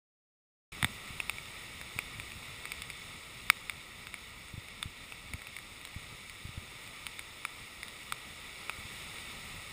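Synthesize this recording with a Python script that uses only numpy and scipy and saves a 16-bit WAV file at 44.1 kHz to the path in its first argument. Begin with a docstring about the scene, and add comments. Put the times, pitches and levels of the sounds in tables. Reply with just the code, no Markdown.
"""Rough surf on rocks cuts in after a short silence, heard from inside a camera's waterproof housing.
The shell's resonances colour the roar and fizz, wind rumbles around it and fine spray patters on it.
Almost at once the hand-held case clacks twice, and the grip bumps it dully now and then.
Drops of spray tick on the shell while the wash ebbs and builds again with the next wave."""
import sys
import numpy as np
from scipy import signal
from scipy.fft import rfft, irfft
from scipy.io import wavfile
from scipy.ndimage import uniform_filter1d

SR = 44100
rng = np.random.default_rng(int(sys.argv[2]) if len(sys.argv) > 2 else 0)


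def transcribe(signal):
    """Save signal, clipped to [-1, 1], as a 16-bit WAV file at the path in sys.argv[1]."""
    frames = np.atleast_2d(signal).T
    limited = np.clip(frames, -1, 1)
    pcm = np.round(limited * 32767).astype(np.int16)
    wavfile.write(sys.argv[1], SR, pcm)


N = 428652
TIME = np.arange(N) / SR
FFT_SIZE = 2048
FREQ = np.arange(FFT_SIZE // 2 + 1) * SR / FFT_SIZE


def undb(db):
    """Decibels to gain."""
    return 10 ** (np.asarray(db) / 20)


def unit(x):
    """Scale to rms 1."""
    return x / np.sqrt(np.mean(x ** 2))


def fader(points):
    """A level ride in dB: straight lines between (seconds, dB) points."""
    seconds, db = np.transpose(points)
    return np.interp(TIME, seconds, db)


def eq(points):
    """Gain at each frequency from (Hz, dB) points."""
    hz, db = np.transpose(points)
    return undb(np.interp(np.log(FREQ + 1), np.log(hz), db))


def bell(hz, width):
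    """A resonance with gain 1 at its centre and one half at `width` Hz to either side."""
    return 1 / (1 + ((FREQ - hz) / width) ** 2)


def treble(hz):
    """A shelf that rises from 0 to 1 around a frequency."""
    return 1 - 1 / (1 + (FREQ / hz) ** 4)


def through(x, gain):
    """Filter by a gain at each frequency; minimum phase, so nothing rings ahead of a hit."""
    cepstrum = irfft(np.log(gain + 1e-7))
    cepstrum[1:FFT_SIZE // 2] *= 2
    cepstrum[FFT_SIZE // 2 + 1:] = 0
    impulse_response = irfft(np.exp(rfft(cepstrum)))
    return signal.oaconvolve(x, impulse_response)[:len(x)]


def wander(per_s):
    """Smooth random modulation at rms 1: held steps, slewed twice."""
    hold = int(SR / per_s)
    steps = np.repeat(rng.standard_normal(N // hold + 1), hold)
    return unit(uniform_filter1d(uniform_filter1d(steps, hold), hold)[:N])


def crackle(per_s, spread_db):
    """Random impulses, many small and a few large."""
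    hits = rng.random(N) < per_s / SR
    size = np.minimum(rng.exponential(size=N), 5)
    return unit(hits * undb(spread_db * size) * rng.choice([-1, 1], N))


def add(out, start_s, sound):
    """Mix a sound in at a time."""
    i = int(start_s * SR)
    out[i:i + len(sound)] += sound[:len(out) - i]


# The housing's resonances. Each row: centre in Hz, half-width in Hz, relative level in dB.
SHELL_MODES = [(335, 440, -8), (950, 214, -10), (1272, 150, -4), (1957, 121, -1), (2229, 141, 0.9),
               (2610, 360, -4.5), (2900, 390, -11), (3587, 247, -3), (3956, 230, -9.5), (4690, 420, -12.5),
               (5297, 255, -11), (6656, 266, -13), (7250, 340, -14.5), (7990, 240, -14.5), (8400, 257, -9),
               (9280, 360, -13.5), (9740, 157, -9.5), (10020, 114, -14), (10730, 210, -22),
               (13230, 280, -26.5), (14120, 260, -13.5), (14840, 520, -18.5)]
def shell(drives_db):
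    """The boxy tone of the housing, each resonance driven more or less strongly."""
    modes = [undb(db + drive_db) * bell(hz, width)
             for (hz, width, db), drive_db in zip(SHELL_MODES, drives_db)]
    return np.sqrt(sum(mode ** 2 for mode in modes))


# The wash ebbs, then builds with the next wave. Each row: time in seconds, relative level in dB.
WASH_RIDE = [(0.92, -49), (2.0, -49.2), (2.9, -50), (4.7, -53), (6.8, -51.5), (8.15, -50.5), (9.2, -47.4),
             (9.7, -49.6)]
def surf(housing, roar_db=1.5, foam_db=-57, foam_growth=1.16, bubbles_db=-6):
    """Churning water roars and bursting foam fizzes; each band also flickers a little on its own."""
    wash_db = fader(WASH_RIDE)
    fizz_db = foam_db + foam_growth * (wash_db - wash_db.mean())
    churn_db = 0.3 * wander(per_s=7)

    def water(share):
        grains = rng.standard_normal(N) + undb(bubbles_db) * crackle(per_s=1500, spread_db=3)
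        flicker_db = 0.5 * wander(per_s=22)
        return through(grains * undb(churn_db + flicker_db), housing * np.sqrt(share))

    deep_share, foam_share = 1 - treble(hz=1700), treble(hz=5640)
    roar = sum(water(share * (1 - foam_share)) for share in (deep_share, 1 - deep_share))
    foam = water(foam_share)
    return unit(roar) * undb(wash_db + roar_db) + unit(foam) * undb(fizz_db)


# The gusts. Each row: time in seconds, relative level in dB.
WIND_RIDE = [(0.95, -54.5), (1.55, -58.5), (2.1, -54), (2.5, -57), (5.6, -59), (6.45, -56.5), (7.5, -61.5),
             (9.1, -57.5), (9.6, -53.5)]
# The wind's bass-heavy tone. Each row: frequency in Hz, gain in dB.
WIND_EQ = [(12, -23), (25, -7), (45, 0.5), (70, 0.5), (110, -1.5), (170, -5), (250, -9.5), (400, -33),
           (800, -38)]
def wind(trim_db=1, buffet_db=2.6):
    """Eddies buffet the shell and make it rumble unevenly."""
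    eddies = rng.standard_normal(N) * undb(buffet_db * wander(per_s=34))
    rumble = through(eddies, eq(WIND_EQ))
    return unit(rumble) * undb(fader(WIND_RIDE) + trim_db)


# How any drop drives the shell, relative to airborne sound. Each row: frequency in Hz, gain in dB.
SPRAY_EQ = [(300, -16), (550, -8.5), (950, -1), (1300, -5), (1650, 5), (1950, -4.5), (2500, 0),
            (5100, -1.5), (6000, -11), (7000, -4.5), (9500, 0), (11000, 1), (12000, -11), (14500, 0.5)]
def mist(housing, trim_db=-14, ring_db=9):
    """Fine spray patters faintly on the shell, louder when the wash is strong."""
    tone = housing * eq(SPRAY_EQ) * undb(ring_db * bell(hz=2200, width=450))
    patter = through(crackle(per_s=40, spread_db=2), tone)
    return unit(patter) * undb(fader(WASH_RIDE) + trim_db)


def impact(tone, db, splat, splat_s=0.0015, bass_delay_s=0.0004):
    """One contact rings the shell: a push, then a short sizzle as the contact spreads."""
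    t = TIME[:FFT_SIZE]
    sizzle = rng.standard_normal(FFT_SIZE) * np.exp(-t / splat_s)
    force = splat * through(sizzle, 0.2 + treble(hz=4040))
    force[0] += 1  # the push
    # bending waves bring the treble first and the lows a moment later
    delay_s = bass_delay_s / np.sqrt(1 + FREQ / 1500)
    phase_lag = 2 * np.pi * np.cumsum(delay_s) * SR / FFT_SIZE
    tick = irfft(rfft(through(force, tone)) * np.exp(-1j * phase_lag))
    # the push returns once from the far wall of the shell
    tick = tick + 0.17 * np.interp(t - 0.00085, t, tick, left=0)
    attack = tick[:SR // 200]  # the first 5 ms set the level
    return tick * undb(db) / np.sqrt(np.mean(attack ** 2))


# Hard knocks of the hand on the case. Each row: start in seconds, attack level in dB.
KNOCK_CUES = [(0.8279, -24.5), (0.8453, -21.5)]
# A knock's tone, relative to airborne sound. Each row: frequency in Hz, gain in dB.
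KNOCK_EQ = [(300, -8), (520, -20), (720, 5), (950, 1.5), (1300, -2), (1650, 12.5), (2500, -5), (3600, 2.5),
            (5100, -14), (7000, -14), (8400, -0.5), (11000, 2), (14500, -1)]
def knocks(housing):
    """A quick double clack of the case as it is handled."""
    out = np.zeros(N)
    for start_s, db in KNOCK_CUES:
        add(out, start_s, impact(housing * eq(KNOCK_EQ), db, splat=0.067))
    return out


# Bumps of the grip. Each row: start in seconds, relative peak level in dB, settled pitch in Hz.
BUMP_CUES = [(.8310, -23.5, 119), (0.8454, -27.5, 199), (.8490, -26, 101), (1.1048, -36, 96),
             (1.9626, -33, 99), (2.1875, -38, 120), (4.5390, -32.5, 96), (4.5780, -31, 98),
             (4.8567, -29.5, 86), (5.342, -30, 86), (5.962, -29.5, 84), (6.4514, -30.5, 88),
             (6.491, -35, 105), (6.5760, -28.3, 84), (8.7860, -39, 88), (8.8520, -37.5, 90)]
def bumps(trim_db=-1.5, stiffen=0.65, settle_s=0.0022, contact_s=0.0011, ring_cycles=3.9):
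    """The camera rocks in its case: a dull thump, stiffer and so higher at first contact."""
    out, t = np.zeros(N), TIME[:2 * FFT_SIZE]
    for start_s, db, hz in BUMP_CUES:
        pitch_hz = hz * (1 + stiffen * np.exp(-t / settle_s))
        phase = 2 * np.pi * np.cumsum(pitch_hz) / SR
        decay = undb(-60 * t * hz / ring_cycles)
        envelope = (1 - np.exp(-t / contact_s)) * decay
        add(out, start_s, -undb(db + trim_db) * envelope / envelope.max() * np.sin(phase))
    return out


def drop(db, ring_hz, thud_db, hollow_db, landing_spread_db=0.6):
    """One drop ticks on the shell; where it lands shifts the balance of the resonances."""
    tone = shell(landing_spread_db * rng.standard_normal(len(SHELL_MODES))) * eq(SPRAY_EQ)
    lows_db = thud_db * (1 - treble(hz=840)) + hollow_db * bell(hz=1326, width=390)
    # a heavier thud rings harder and brighter
    ring_db = (11 + 0.33 * thud_db) * bell(ring_hz, width=420)
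    bright_db = (2.8 + 0.2 * thud_db) * treble(hz=5430)
    return impact(tone * undb(lows_db + ring_db + bright_db), db, splat=0.18)


# Large drops on the shell. Each row: start in seconds, attack level in dB, main ring in Hz,
# thud boost in dB, hollow low ring boost in dB.
DROP_CUES = [(1.2017, -27.5, 2540, 13, 2), (1.2961, -26.5, 2550, 12, 6.5), (1.3837, -36.5, 2300, 13, -5),
             (1.8138, -39.5, 1810, 17, -2), (1.989, -27, 2480, 18, 7.5), (2.1989, -36.5, 2280, -1, 3),
             (2.319, -43, 2600, 13, 3), (2.6547, -36, 2000, -1, 3), (2.7191, -33, 2290, 4, 1),
             (2.8199, -36.5, 3800, -18, 3), (2.9013, -37.5, 2140, 4, -1), (3.5005, -13.5, 2400, -19, 13),
             (3.6966, -29.5, 2140, -12, 5), (4.0699, -41, 1550, -8, 8), (4.1416, -35.5, 2130, 2, 5),
             (4.685, -43, 2140, 6, 0), (4.8282, -30, 3620, -4, 11), (5.1224, -39.5, 2590, 13, 8),
             (5.336, -35.5, 2130, 12, -2), (5.4187, -43.5, 2100, 3, 8), (5.47, -41.5, 2600, 3, 7),
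             (5.566, -37.5, 2000, 7, -1), (5.5872, -40.5, 2000, 7, 6), (5.8512, -40.5, 3600, 3, 0),
             (6.297, -43, 2150, 0, 1), (7.067, -33.5, 3120, -16, 6.5), (7.193, -35.5, 2120, 7, 1),
             (7.451, -28.5, 2400, -1, 16.5), (7.831, -36, 2000, 4, 0), (7.8826, -43, 3600, -8, -1),
             (8.123, -28, 3700, -2, 16.5), (8.696, -29.5, 2620, 16, 13.5)]
def large_drops():
    """Large drops of spray hit the shell, each a sharp tick."""
    out = np.zeros(N)
    for start_s, db, ring_hz, thud_db, hollow_db in DROP_CUES:
        add(out, start_s, drop(db, ring_hz, thud_db, hollow_db))
    return out


def drizzle(per_s=1.2, attack_db=-47.5, centre_hz=2150, spread_octaves=0.25):
    """Small drops tick softly at random moments and places on the shell."""
    out = np.zeros(N)
    for _ in range(int(per_s * N / SR)):
        start_s = rng.uniform(0, TIME[-1])
        ring_hz = centre_hz * 2 ** (spread_octaves * rng.standard_normal())
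        add(out, start_s, drop(attack_db, ring_hz, thud_db=6, hollow_db=5))
    return out


def scene():
    """Sea, wind, spray and handling, mixed in mono inside the housing."""
    housing = shell(drives_db=np.zeros(len(SHELL_MODES)))
    mix = surf(housing) + wind() + large_drops() + mist(housing) + knocks(housing) + bumps() + drizzle()
    return mix[None]


def record(dry, start_s=0.719, fade_s=0.0023, top_hz=15400):
    """The sound cuts in abruptly, and a steep low-pass takes off the very top."""
    gate = np.clip((TIME - start_s) / fade_s, 0, 1)
    low_pass = signal.ellip(10, 0.2, 80, top_hz, fs=SR, output="sos")
    return signal.sosfilt(low_pass, dry * gate)


dry = scene()
out = record(dry)
transcribe(out)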